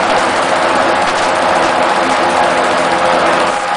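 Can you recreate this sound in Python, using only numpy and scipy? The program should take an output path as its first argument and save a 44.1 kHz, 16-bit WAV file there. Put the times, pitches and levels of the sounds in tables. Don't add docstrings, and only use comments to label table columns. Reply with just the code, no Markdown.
import sys
import numpy as np
from scipy import signal
from scipy.fft import rfft, irfft, next_fast_len
from scipy.io import wavfile
from scipy.ndimage import uniform_filter1d, map_coordinates

SR = 44100
rng = np.random.default_rng(int(sys.argv[2]) if len(sys.argv) > 2 else 0)


def invert_db(level):
    return 10 ** (np.asarray(level, dtype=float) / 20)


def unload_wav(signal):
    wavfile.write(
        sys.argv[1],
        SR,
        np.round(np.clip(np.atleast_2d(signal).T, -1, 1) * 32767).astype(np.int16),
    )


N = 165816
T = np.arange(N) / SR
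START_TURNS_PER_S, SAG_TURNS_PER_S2, FIRST_TICK_S = 15.2965, .2642, .0342
BLADES = 6


def unit(x):
    return x / np.sqrt(np.mean(x ** 2) + 1e-20)


def along(points, hz):
    f, value = np.transpose(points)
    return np.interp(np.log(hz + 1), np.log(f + 1), value)


def wobble(rate):
    knots = rng.standard_normal(int(N * rate / SR) + 4)
    return map_coordinates(knots, [T * rate])


def filtered(x, response):
    m = next_fast_len(N + SR // 2)
    return irfft(rfft(x, m) * response(np.fft.rfftfreq(m, 1 / SR)), m)[:N]


def rush(response, patchy_db):
    z = signal.stft(rng.standard_normal(N + 512), nperseg=512)[2]
    patches = uniform_filter1d(rng.standard_normal(z.shape), size=5, axis=0)
    patches = uniform_filter1d(patches, size=10, axis=1)
    noise = signal.istft(z * invert_db(patchy_db * unit(patches)), nperseg=512)[1][:N]
    return unit(filtered(noise, response))


def lift(peaks, f):
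    power = 1
    for centre, width, db in peaks:
        power = power + invert_db(db) ** 2 / (1 + (2 * (f - centre) / width) ** 2) ** 2
    return np.sqrt(power)


def turns(t):
    return START_TURNS_PER_S * (t - FIRST_TICK_S) - SAG_TURNS_PER_S2 * t ** 2 / 2


def tone(multiple, db, drift, wobble_db, phase_wobble):
    level = np.sqrt(2) * invert_db(db + drift * (T - T.mean()) + wobble_db * wobble(4.766))
    cycles = multiple * turns(T) + rng.random()
    return level * np.sin(2 * np.pi * cycles + phase_wobble * wobble(6))


# [level/dB, drift/dB per s]
BLADE_HARMONICS = [(-43.5, -.2), (-39, 3.3), (-39, -2), (-35, 1), (-42, 0), (-26.5, .7), (-25.5, -.5),
                   (-30, -2), (-40, 0), (-35, .5), (-36, 0), (-38, 0), (-40, 0), (-41, 0)]


def blades():
    return sum(tone(BLADES * (k + 1), db, drift, wobble_db=1.5, phase_wobble=.35)
               for k, (db, drift) in enumerate(BLADE_HARMONICS))


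# [t/s, level/dB]
WHINE_SWELL = [(0, -30), (.4, -29), (.65, -29), (.95, -25), (1.4, -30), (1.9, -24), (2.4, -23.5),
               (2.85, -29), (3.28, -26), (3.36, -19), (3.5, -21), (3.76, -19)]


def whine():
    order, upper_ratio, upper_db = 57.06, 1.4975, -7
    pair = sum(tone(order * ratio, db, 0, wobble_db=-1.5, phase_wobble=.6)
               for ratio, db in [(1, 0), (upper_ratio, upper_db)])
    return invert_db(np.interp(T, *np.transpose(WHINE_SWELL))) * pair


# [t/s, level/dB]
ROAR_LEVEL = [(0.0, -12.5), (0.02, -12.5), (0.93, -12), (1.08, -14), (1.49, -12.5), (2.95, -12.5),
              (3.01, -14), (3.02, -12), (3.45, -12)]
# [f/Hz, level/dB per Hz]
AIR_COLOUR = [(25, -31), (140, -17.5), (400, -11.5), (560, -3.5), (928, -3), (2200, -13), (5000, -25.5),
              (10500, -45.5)]
# [f/Hz, width/Hz, lift/dB]
CASING_RINGS = [(201, 60, 5), (259, 22.3, 12.5), (336.6, 24, 13.5), (434, 9.2, -3.5), (507.7, 47, 5.5),
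                (628, 80, 1), (728, 56, 2), (825.5, 37, 6.5), (1080, 32, -37), (1150, 20, 0),
                (1275, 84, 1.5), (1648, 23, 7), (1463, 500, -3.5)]


def roar():
    trim_db, wobble_db, beat_depth = 0.03, 0.01, 0.09
    beat = 1 + beat_depth * np.cos(2 * np.pi * BLADES * turns(T))
    level_db = np.interp(T, *np.transpose(ROAR_LEVEL)) + trim_db + wobble_db * wobble(9)
    air = rush(lambda f: invert_db(along(AIR_COLOUR, f)) * lift(CASING_RINGS, f), patchy_db=1)
    return invert_db(level_db) * beat * air


# [f/Hz, level/dB, t60/s]
TICK_MODES = [(2900, -4, .006), (3500, 0, .007), (4200, -2, .008), (4700, -7, .015), (9000, -13, .006)]


def ticks():
    level_db, scatter_db, mode_scatter_db, pitch_scatter = -16.5, 1.3, 1.5, .03
    out, t = np.zeros(N + SR), np.arange(1024) / SR
    knocks = np.interp(np.arange(int(turns(T[-1])) + 1), turns(T), T)
    for s in knocks:
        ring = 0
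        for hz, db, t60 in TICK_MODES:
            decay = invert_db(db + rng.normal(0, mode_scatter_db) - 60 * t / t60)
            ring = ring + decay * np.sin(2 * np.pi * hz * rng.normal(1, pitch_scatter) * t)
        out[round(s * SR):][:len(t)] += invert_db(level_db + scatter_db * rng.normal()) * ring
    return out[:N]


# [f/Hz, level/dB per Hz]
PUFF_COLOUR = [(2000, -37.5), (3500, -3.5), (4700, -8), (5200, -5.5), (7500, -1), (10500, 1)]
# [f/Hz, width/Hz, lift/dB]
PLATE_RINGS = [(4150, 60, 5), (4290, 50, 6), (4620, 120, 5), (4880, 40, 5), (5580, 60, 9), (6214, 70, 6),
               (6470, 90, 3)]


def puffs():
    level_db, scatter_db = -23.5, 1.2
    lead_s, rise_s, t60_s = 0.0092, 0.0019, 0.48
    count = turns(T + lead_s) + 1
    since = count % 1 / START_TURNS_PER_S
    sizes = invert_db(scatter_db * rng.standard_normal(int(turns(T[-1])) + 4))
    shape = sizes[count.astype(int)] * (1 - np.exp(-since / rise_s)) * invert_db(-60 * since / t60_s)
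    shape = uniform_filter1d(shape, size=128)
    hiss = rush(lambda f: invert_db(along(PUFF_COLOUR, f)) * lift(PLATE_RINGS, f), patchy_db=0.96)
    return invert_db(level_db) * shape * hiss


# [t/s, length/s, level/dB, centre f/Hz]
STRAY_CHIPS = [
    (0.095, 0.033, -25, 3000),
    (0.173, 0.049, -26.5, 7100),
    (0.361, 0.036, -29.5, 7430),
    (1.012, .02, -28.5, 8800),
    (1.065, 0.051, -23.5, 3000),
    (1.167, .04, -25, 4960),
    (1.222, 0.053, -26.5, 3840),
    (1.63, 0.054, -28, 4500),
    (2.106, 0.045, -27.5, 7500),
]


def chips():
    grains_per_s, spread_octaves, decay_cycles, size_db, rise_s = 10000, .65, 2.5, 1.5, .008
    out, t = np.zeros(N + SR), np.arange(256) / SR
    for s, length, db, hz in STRAY_CHIPS:
        u, g = rng.random((700, 2)), rng.standard_normal(700)
        when = np.cumsum(-np.log(u[:, 0])) / grains_per_s
        pitch = np.clip(hz * 2 ** (spread_octaves * g), 800, 11000)[:, None]
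        fade = np.clip(2 - 2 * when / (1.2 * length), 0, 1)
        size = invert_db(db - size_db * np.log(u[:, 1])) * fade * np.clip(when / rise_s, .2, 1)
        grains = size[:, None] * np.sin(2 * np.pi * pitch * t) * np.exp(-pitch * t / decay_cycles)
        at = np.round((s + when) * SR).astype(int)[:, None] + np.arange(len(t))
        out += np.bincount(at.ravel(), grains.ravel(), len(out))[:len(out)]
    return out[:N]


# [t/s, level/dB]
GAIN_STEPS = [
    (3.458, -4),
    (3.506, -12),
    (3.547, -8),
    (3.582, -11.5),
    (3.606, -8),
]


def duck():
    quick_s, slow_s, slow_share = .007, .35, .13
    gain_db = 0
    for s, db in GAIN_STEPS:
        after = np.clip(T - s, 0, None)
        recovery = (1 - slow_share) * np.exp(-after / quick_s) + slow_share * np.exp(-after / slow_s)
        gain_db = gain_db + db * (after > 0) * recovery
    return invert_db(gain_db)


# [f/Hz, level/dB per Hz]
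THUMP_COLOUR = [(20, -4), (40, 8), (90, -22.5), (200, -43)]
# [f/Hz, level/dB per Hz]
HISS_COLOUR = [(1500, -28), (2500, -4.5), (4500, -6), (7500, -3), (10000, -6)]


def gust():
    start_s, length_s, edge_s, thump_db, hiss_db = 3.47, .2, 0.031, -42, -29
    shape = np.clip(np.minimum(T - start_s, start_s + length_s - T) / edge_s, 0, 1)
    thump = invert_db(thump_db) * rush(lambda f: invert_db(along(THUMP_COLOUR, f)), patchy_db=0)
    hiss = invert_db(hiss_db) * rush(lambda f: invert_db(along(HISS_COLOUR, f)), patchy_db=0)
    return shape * (thump + hiss)


# [t/s, below f/Hz, share removed]
LOST_LOWS = [
    (3.5, 720, .42),
    (3.6, 130, .45),
]


def thin(x):
    for s, hz, share in LOST_LOWS:
        lows = filtered(x, lambda f: 1 / (1 + (f / hz) ** 8))
        x = x - share * np.clip((T - s) / 0.034, 0, 1) * lows
    return x


def scene():
    machine = thin(blades() + roar()) + whine() + ticks() + puffs() + chips()
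    return (machine * duck() + gust())[None]


def soft_clip(x):
    top, hardness, bias = 0.91, 7.2, 0.19
    x = x + bias
    x = x / (1 + np.abs(x / top) ** hardness) ** (1 / hardness)
    return x - x.mean()


# [f/Hz, level/dB]
SURVIVAL_TILT = [(4500, 0), (5800, 2), (7500, -2.5), (10000, 0)]
# [t/s, length/s, from f/Hz]
TREBLE_GAPS = [(0.059, 0.019, 8500), (.55, .012, 7500), (0.781, 0.021, 7850), (0.94, 0.021, 5500),
               (1.144, 0.0059, 5830), (1.326, .045, 8700), (1.87, 0.01, 8750), (2.025, 0.006, 5840),
               (2.087, 0.012, 4900), (2.419, 0.014, 6130), (2.63, 0.0085, 5440), (3.015, 0.0076, 6000),
               (3.26, 0.01, 8950)]


def starve(x):
    from_hz, need_base_db, soft_db = 4500, -43.5, 2.5
    band_scatter_db, moment_scatter_db = 3.5, 1.8
    bins = 6
    hz, t, z = signal.stft(x, SR, nperseg=512, noverlap=256)
    power = np.abs(z) ** 2
    band_power = np.add.reduceat(power, np.arange(0, len(hz), bins)) / bins
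    need_db = need_base_db + along(SURVIVAL_TILT, hz[::bins])[:, None]
    need_db = need_db + band_scatter_db * rng.standard_normal(band_power.shape)
    need_db = need_db + moment_scatter_db * rng.standard_normal(z.shape[1])
    level_db = 10 * np.log10(band_power / power.sum(0) + 1e-20)
    keep = np.clip((level_db - need_db) / soft_db, .02, 1)[np.arange(len(hz)) // bins]
    for s, length, low_hz in TREBLE_GAPS:
        above = np.clip((hz - low_hz) / 600 + .5, 0, .97)
        during = np.clip(.5 + (length / 2 - abs(t - s)) / 0.0076, 0, 1)
        keep = keep * (1 - np.outer(above, during))
    z = z * np.where(hz[:, None] > from_hz, keep, 1)
    return signal.istft(z, SR, nperseg=512, noverlap=256)[1][:N]


def band_limit(f):
    over = np.clip(f - 10000, 0, None)
    return invert_db(-23 * np.clip(over / 130, 0, 1) - .03 * over)


def low_pass(x):
    return signal.sosfilt(signal.butter(12, 10960, fs=SR, output="sos"), x)


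def record(dry):
    mix = filtered(starve(soft_clip(dry[0])), band_limit)[None]
    return low_pass(mix)


dry = scene()
out = record(dry)
unload_wav(out)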